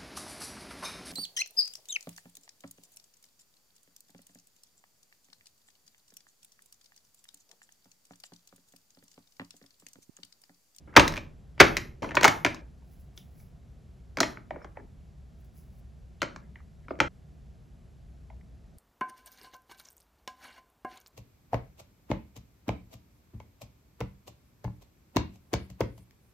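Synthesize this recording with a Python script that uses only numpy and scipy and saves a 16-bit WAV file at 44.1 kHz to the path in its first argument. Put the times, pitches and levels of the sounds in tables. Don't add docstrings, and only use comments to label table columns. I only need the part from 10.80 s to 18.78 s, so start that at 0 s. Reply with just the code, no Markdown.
import sys
import numpy as np
from scipy import signal
from scipy.fft import rfft, irfft, next_fast_len
from scipy.io import wavfile
from scipy.ndimage import uniform_filter1d

SR = 44100
rng = np.random.default_rng(int(sys.argv[2]) if len(sys.argv) > 2 else 0)


def volts(x):
    e = np.asarray(x, float) / 20
    return 10 ** e


def waveform_to_disk(signal):
    frames = np.transpose(np.atleast_2d(signal))
    scaled = np.clip(frames, -1, 1) * 32767
    samples = np.round(scaled).astype(np.int16)
    wavfile.write(sys.argv[1], SR, samples)


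N = 351918

# start_s [s], level_db [dB], crack_db [dB re blow]
SCENES = [
    (0, -80, -1.5),
    (.074, -28, -30),
    (.778, -27, -17.5),
    (1.221, -11.5, -11),
    (1.815, -31.5, -40),
    (5.622, -35.5, -40),
    (6.188, -21.5, -14),
    (6.283, -130, 0),
]
# start_s [s], level_db [dB], cap_hz [Hz], barrel_hz [Hz], extra_thump_db [dB]
DROPS = [
    (0.1645, 4, 1962, 1260, 2.5),
    (0.801, 5, 2041, 1520, 1),
    (1.4436, 0, 2096, 1000, -0.5),
]
# delay_s [s], level_db [dB re blow], barrel_share [0 = cap pitch, 1 = barrel pitch],
# contact [name]
LANDING = [
    (-.002, -22.5, 0.1, "touch"),
    (0, -1, 0.13, "clack"),
    (.0042, -3, 1, "slap"),
    (.0097, -5, 1.1, "clack"),
]
CONTACT = {"clack": (-11, 650, 1.8), "slap": (-16.5, 680, 1.5), "tick": (-15, 260, 2.1),
           "click": (-23, 300, 2.1), "touch": (-7.5, 440, 2.1), "thud": (2.2, 735, 59),
           "press": (1.43, 455, 9.5)}
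# start_s [s], level_db [dB], barrel_hz [Hz], crack_db [dB re blow]
CLACKS = [(.1954, -5.5, 2660, -15), (.376, -24, 2380, -18), (.778, -37, 1870, -23),
          (1.3168, -26.5, 1890, -31), (1.3693, -8.5, 1760, -25), (1.479, -7.5, 1750, -11.5),
          (1.6481, -8.5, 1584, -13.5), (1.6623, -13.5, 1760, -17), (3.4035, -12, 1390, -2),
          (3.4306, -13, 1820, -13), (5.4187, -16.5, 1480, -16.5), (6.0831, -35, 1305, -27)]
# start_s [s], level_db [dB], barrel_hz [Hz], crack_db [dB re blow]
TICKS = [(0.3224, -30, 1065, -12.5), (0.3383, -27.5, 1820, -13), (0.3592, -30.5, 1760, -14.5),
         (.3674, -26, 1937, -14), (1.3086, -26.5, 1750, -24.5), (1.7664, -41, 1983, -17),
         (2.6004, -56, 2266, -7.5), (3.5719, -32, 1450, -38.5), (5.8033, -50.5, 1220, -30),
         (6.2024, -9, 1356, -23.5), (5.5609, -30.5, 1120, -16.5)]
# start_s [s], level_db [dB], barrel_hz [Hz], crack_db [dB re blow]
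CLICKS = [(0.2784, -19, 1950, -3), (.9682, -12.5, 2000, -11.5), (.9755, -23, 2340, -10),
          (.981, -24.5, 1950, -20), (5.4178, -18.5, 3080, -12), (6.2022, -7.5, 2350, -19.5),
          (7.6114, -54, 2080, -26), (1.7452, -33.5, 1010, -6), (2.342, -63, 3200, -6.5),
          (2.376, -34.5, 3450, -10), (5.7575, -39, 2000, -52)]
# start_s [s], level_db [dB], barrel_hz [Hz], crack_db [dB re blow]
TOUCHES = [(0.1397, -42, 1210, -24), (.153, -32, 1488, -24), (1.229, -23.5, 1007, -23),
           (1.243, -27, 1110, -20.5), (1.2907, -32.5, 1860, -17), (1.3457, -25, 1058, -27.5),
           (1.3524, -24.5, 1112, -3.5), (1.4103, -19.5, 1640, -9), (1.426, -20.5, 1850, -18.5),
           (1.4317, -11.5, 2016, -7.5), (3.3711, -21.5, 1610, -12.5), (3.3845, -23.5, 1399, -18),
           (3.8166, -44, 1340, -31.5), (3.8452, -34, 1080, -19), (6.1888, -41, 1820, -19),
           (5.4285, -19.5, 1370, -18.5)]
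# start_s [s], level_db [dB], barrel_hz [Hz], crack_db [dB re blow]
THUDS = [
    (2.0213, -64.5, 1738, -14),
    (3.7075, -30.5, 1904, -30.5),
    (3.9709, -36.5, 1887, -44),
    (4.6474, -69, 980, -4),
    (7.501, -50, 2190, -29),
    (7.526, -62.5, 2200, -24),
]
# start_s [s], level_db [dB], barrel_hz [Hz], crack_db [dB re blow]
PRESSES = [
    (3.409, -19, 2000, -28),
    (3.7596, -39, 1430, -40),
    (6.107, -29, 1210, -36),
    (6.1543, -52, 2200, -19),
    (6.2102, -23.5, 1900, -33),
]
# pitch_hz [Hz], level_db [dB], t60_s [s]
TRAY_MODES = [(70.03, -0.5, 0.23), (115.4, -1, 0.16), (171, 0, .07), (258, -1, 0.029), (281, -1.5, 0.081),
              (353, 0, 0.059), (414, -1, .04), (520, -2, .04), (600.5, 1, 0.039), (678, -1, 0.024),
              (780, -3, 0.029), (878, -2, 0.03)]
# pitch_hz [Hz], level_db [dB], t60_s [s]
ROW_MODES = [(980, 1, 0.04), (1230, 0.5, 0.016), (1445, 3.5, .018), (1600, -15.5, .018), (1750, -6, 0.024),
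             (1950, -2, .018), (2180, -0.5, 0.033), (2350, 1, .015), (2860, -5, .015), (2940, -3, 0.018),
             (3300, -2.5, 0.014), (3500, -7.5, .012)]
# pitch_hz [Hz], level_db [dB per Hz]
CRACK_COLOUR = [(2350, -30), (4000, -6), (4760, -7.5), (6160, -7), (9260, -22), (13300, -23),
                (15000, -26.5), (16100, -25.5)]
# start_s [s], level_above_8k_db [dB]
HAND_SHADE = [(0, -1.5), (1.5, -1), (1.65, -3.5), (3.4, -4.5), (5.4, -5.5), (6.2, -9)]
# pitch_hz [Hz], t60_s [s]
ROOM_T60 = [(100, 0.94), (300, 0.32), (1000, 0.37), (3000, 0.3), (8000, 0.26), (16000, 0.79)]
# pitch_hz [Hz], level_db [dB]
ROOM_COLOUR = [(80, 2), (250, 3), (600, 1.5), (1500, -1), (2500, 0.5), (4000, 2), (10000, 0.5),
               (14800, -4.5), (15800, -25)]
# pitch_hz [Hz], side_to_mid_db [dB]
ROOM_SIDE = [(60, -20.5), (99, -20.5), (160, -10), (270, -11), (450, -3), (740, -1), (1220, 3.5),
             (2010, -10.5), (3330, -17), (5500, -47.5), (9080, -0.5), (15000, 0.5)]
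# pitch_hz [Hz], side_to_mid_db [dB]
NEAR_SIDE = [(60, -13), (300, -12.5), (740, -8), (1220, -8), (2000, -17.5), (5500, -20), (7000, -9.5),
             (8500, 4.5), (15000, -1)]
# pitch_hz [Hz], level_db [dB]
TREBLE_GAPS = [(8300, 1.5), (8800, -30.5), (9300, -30.5), (9700, 1), (12500, 1.5), (12900, -29.5), (13600, -31),
               (13900, 1)]
# pitch_hz [Hz], level_db [dB per bin]
GATE = [(100, -100), (600, -85.5), (2000, -90), (5000, -97.5), (8500, -97), (10000, -91), (16000, -90)]
# start_s [s], length_s [s], level_db [dB], pitch_hz [Hz], width [octaves]
SLIDES = [(0.122, 0.028, -58, 1450, 1.2), (0.791, 0.026, -39.5, 2690, 1.96),
          (2.372, .07, -67.5, 3400, 0.43), (3.707, 0.2, -62.5, 1600, 1.14),
          (3.813, 0.03, -71.5, 5400, 0.093), (3.949, 0.067, -60, 1486, 1.04),
          (3.709, 0.059, -48.5, 260, 1.1), (3.971, 0.095, -53, 278, 1.2), (5.501, .3, -57.5, 189, 0.63),
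          (5.403, 0.0128, -62, 3430, 0.59), (5.753, 0.066, -67, 1910, 0.55),
          (6.028, .03, -71.5, 2005, 0.508), (6.086, 0.0474, -66.5, 3470, 1.17)]
# peak_s [s], level_db [dB], rise_s [s], fade_s [s]
STROKES = [
    (2.13, -72, .12, .12),
    (2.205, -74, .05, .12),
    (2.373, -63, .025, 0.14),
    (2.61, -66, 0.11, .12),
    (4.612, -77, .06, .03),
    (4.646, -73.5, .006, .055),
    (4.778, -66.5, .06, .14),
    (5.0, -74.5, .15, .01),
]
# pitch_hz [Hz], level_db [dB per Hz]
CLOTH_COLOUR = [(880, -40), (1500, -31), (2280, -5.5), (3160, -30), (4940, -7.5), (9060, -15),
                (10000, -4.5), (16100, -5.5)]
# pitch_hz [Hz], level_db [dB per Hz]
AIR_COLOUR = [(15, -46), (25, -14.5), (43, -7), (64, 2.5), (92, -10), (151, -8.5), (211, -17.5),
              (282, -23.5), (304, -29), (365, -25.5), (526, -31.5), (682, -30), (909, -39.5), (6570, -50),
              (12600, -55.5), (16400, -88), (22000, -120)]
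# pitch_hz [Hz], side_to_mid_db [dB]
AIR_SIDE = [(60, -18), (110, -13.5), (200, -3.5), (380, -8), (700, -7), (1290, -0.5), (2380, -13.5),
            (4400, -25), (8120, -2), (15000, 2)]

ROOM_DB, ROW_DB, RATTLE_DB, AIR_DB = -13, -2, -4, -52
LANDING_CRACK_DB = -15
LEAN_DB = 1
TAIL_BARREL_HZ = 1650
TAIL_LEAD_S = .04
SHIMMER_HZ = 34
STROKE_DEPTH_DB = 24.5


def evened(x):
    return x / np.sqrt(np.mean(x ** 2) + 1e-20)


def peaked(x):
    return x / (abs(x).max() + 1e-20)


def read(points, hz):
    f, value = np.transpose(points)
    return np.interp(np.log(hz + 1), np.log(f + 1), value)


def colour(x, points):
    size = next_fast_len(len(x) + 2048)
    gain = volts(read(points, np.fft.rfftfreq(size, 1 / SR)))
    return irfft(rfft(x, size) * gain, size)[:len(x)]


def add(mix, s, sound):
    part = mix[max(round(s * SR), 0):][:len(sound)]
    part += sound[:len(part)]


def pens():
    blows = contacts()
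    luck = rng.standard_normal((len(blows), 3, 26))
    grit = rng.standard_normal((len(blows), 4000))
    sounds = [blow(*row, luck[j], grit[j]) for j, row in enumerate(blows)]
    tails = [(room_tail(), colour(room_tail(), ROOM_SIDE)) for _ in range(3)]
    starts = [row[0] for row in SCENES]
    ends = starts[1:] + [N / SR]
    out, t = np.zeros((2, N)), np.arange(N) / SR
    for k, (start, end) in enumerate(zip(starts, ends)):
        near, wall = np.zeros((2, N))
        add(near, start - TAIL_LEAD_S, sounds[k][:1200])
        for j in range(len(SCENES), len(blows)):
            s = blows[j][0]
            if start <= s < end:
                add(near, s, sounds[j])
                add(wall, s + 0.0012, sounds[j] * np.sign(luck[j, 0, -1]))
        span = slice(max(round((start - TAIL_LEAD_S) * SR), 0), round(end * SR) + 100)
        now, direct = t[span], near[span]
        wet = 0
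        for m, pair in enumerate(tails):
            face = direct * np.sqrt(2 / 3) * np.cos(2 * np.pi * (SHIMMER_HZ * now + m / 3))
            wet = wet + volts(ROOM_DB) * signal.fftconvolve(face[None], pair, axes=1)[:, :len(face)]
        lean = np.tanh(LEAN_DB * np.log(10) / 40) * signal.lfilter([.25], [1, -.75], direct)
        fade = np.clip((now - start) / .002, 0, 1) * np.clip((end - now) / .002, 0, 1)
        out[0, span] += fade * (direct + wet[0])
        out[1, span] += fade * (lean + colour(wall[span], NEAR_SIDE) + wet[1])
    return out


def contacts():
    rows = [(s, db, TAIL_BARREL_HZ, crack_db, "touch", 5.0) for s, db, crack_db in SCENES]
    for s, db, cap_hz, barrel_hz, weight_db in DROPS:
        for wait, less, share, kind in LANDING:
            hz = cap_hz + share * (barrel_hz - cap_hz)
            rows.append((s + wait, db + less, hz, LANDING_CRACK_DB, kind, weight_db))
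    for kind, table in [("clack", CLACKS), ("tick", TICKS), ("click", CLICKS),
                        ("touch", TOUCHES), ("thud", THUDS), ("press", PRESSES)]:
        rows += [(*row, kind, 0) for row in table]
    full = []
    for s, db, hz, crack_db, kind, more_db in rows:
        thump_db, tray_hz, focus = CONTACT[kind]
        full.append((s, db, hz, thump_db + more_db, crack_db, tray_hz, focus))
    return full


def blow(s, blow_db, barrel_hz, thump_db, crack_db, tray_hz, tray_focus_db, luck, grit):
    t = np.arange(len(grit)) / SR
    dull_db = .5 * min(crack_db + 16, 0)
    barrel_modes = [(barrel_hz, 0, .009), (barrel_hz * 1.37, -5.0 + dull_db / 2, .006)]
    barrel = ring(barrel_modes, t, luck, barrel_hz, focus_db=1, spread_db=4.5, detune=.01, turns=0.76)
    soft = [(hz, db + dull_db * max(np.log2(hz / 2700), 0) / 0.11, t60) for hz, db, t60 in ROW_MODES]
    row = ring(soft, t, luck[:, 2:], barrel_hz, focus_db=3.0, spread_db=1.5, detune=0.061, turns=.8)
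    tray = ring(TRAY_MODES, t, luck[:, 14:], tray_hz, tray_focus_db, spread_db=2.5, detune=.06, turns=1.3)

    around = [(300, -24), (barrel_hz / 1.1, 0), (barrel_hz * 1.1, 0),
              (barrel_hz * 3.3, -20 + dull_db), (barrel_hz * 5, -60)]
    knocks = grit[::-1] * volts(-60 * t / 0.076) * (1 - np.exp(-t / 0.0011))
    rattle = peaked(colour(knocks, around))

    snap = grit * volts(-60 * t / 0.014) * (1 - np.exp(-t / .0003))
    buzz = colour(grit * volts(-16.5 - 60 * t / 0.07) * (1 - np.exp(-t / 0.00067)), TREBLE_GAPS)
    crack = peaked(colour(snap + buzz, CRACK_COLOUR + [(16600, -58.5)]))
    crack = colour(crack, [(6500, 0.0021), (9500, np.interp(s, *np.transpose(HAND_SHADE)))])

    shake = volts(.6 * min(thump_db + 12, 3))
    loose = volts(RATTLE_DB + 0.38 * blow_db)
    body = peaked(barrel + shake * (volts(ROW_DB) * row + loose * rattle))
    return volts(blow_db) * (body + volts(thump_db + 2) * tray + volts(crack_db + 5.5) * crack)


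def ring(modes, t, luck, near_hz, focus_db, spread_db, detune, turns):
    hz, db, t60 = np.transpose(modes)[:, :, None]
    level_luck, pitch_luck, phase = luck[:3, :len(modes), None]
    db = db + spread_db * level_luck - focus_db * np.log2(hz / near_hz) ** 2
    swell = (1 - np.exp(-t * hz / turns)) ** 2
    wave = np.sin(2 * np.pi * hz * (1 + detune * pitch_luck) * t + phase)
    return peaked((swell * volts(db - 60 * t / t60) * wave).sum(0))


def room_tail():
    hz, t, z = signal.stft(rng.standard_normal(SR), SR, nperseg=256)
    decay = volts(-60 * t / read(ROOM_T60, hz)[:, None])
    tail = signal.istft(z * decay, SR, nperseg=256)[1][:SR]
    tail = colour(tail * (1 - np.exp(-np.arange(SR) / SR / 0.006)), ROOM_COLOUR)
    tail = colour(tail, TREBLE_GAPS)
    return tail / np.linalg.norm(tail)


def suppressed(x):
    hz, _, z = signal.stft(x, SR, nperseg=256)
    recent = uniform_filter1d(uniform_filter1d(abs(z[0]) ** 2, 7, 1), 9, 0)
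    power = abs(recent) + 1e-20
    floor = volts(read(GATE, hz)[:, None]) ** 2
    return signal.istft(z / (1 + (floor / power) ** 1.9), SR, nperseg=256)[1][:, :N]


def slides():
    mid, grit = np.zeros(N), rng.standard_normal((len(SLIDES), SR // 3))
    for (s, *row), g in zip(SLIDES, grit):
        add(mid, s, slide(*row, g))
    return np.array([mid, colour(np.roll(mid, 20), NEAR_SIDE)])


def slide(length, db, hz, octaves, grit):
    band = [(hz / 2 ** (3 * octaves), -70), (hz / 2 ** (2 * octaves), -30), (hz / 2 ** (octaves / 2), -3),
            (hz * 2 ** (octaves / 2), -3), (hz * 2 ** (0.54 * octaves), -30), (hz * 2 ** (2.2 * octaves), -80)]
    size = round(length * SR)
    grains = grit[:size] * abs(grit[::-1][:size])
    return volts(db) * evened(colour(grains, band)) * signal.windows.tukey(size, .5)


def sleeve():
    t, level = np.arange(N) / SR, np.zeros(N)
    for s, db, rise, fade in STROKES:
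        level += volts(db - STROKE_DEPTH_DB * np.maximum((s - t) / rise, (t - s) / fade))
    clumps = evened(uniform_filter1d(rng.standard_normal(N), 150))
    grains = rng.standard_normal((2, N)) * volts(1.64 * clumps)
    mid, side = (evened(colour(g, CLOTH_COLOUR)) for g in grains)
    return volts(2.5) * level * np.array([mid, colour(side, AIR_SIDE)])


def air():
    lumps = evened(uniform_filter1d(uniform_filter1d(rng.standard_normal(N), 5000), 5000))
    white = rng.standard_normal((2, N))
    rumble = signal.sosfilt(signal.butter(2, 160, fs=SR, output="sos"), white)
    uneven = white + (volts(0.98 * lumps) - 1) * rumble
    mid, side = (colour(v, AIR_COLOUR) for v in uneven)
    return volts(AIR_DB) * np.array([mid, colour(side, AIR_SIDE)]) / mid.std()


def scene():
    background = np.array([colour(v, TREBLE_GAPS) for v in air() + sleeve()])
    mid, side = suppressed(pens()) + slides() + background
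    return np.array([mid + side, mid - side])


def roll_off(x):
    return signal.sosfilt(signal.butter(12, 16260, fs=SR, output="sos"), x)


def record(dry):
    return roll_off(np.clip(dry, -1, 1))


dry = scene()
out = record(dry)
waveform_to_disk(out)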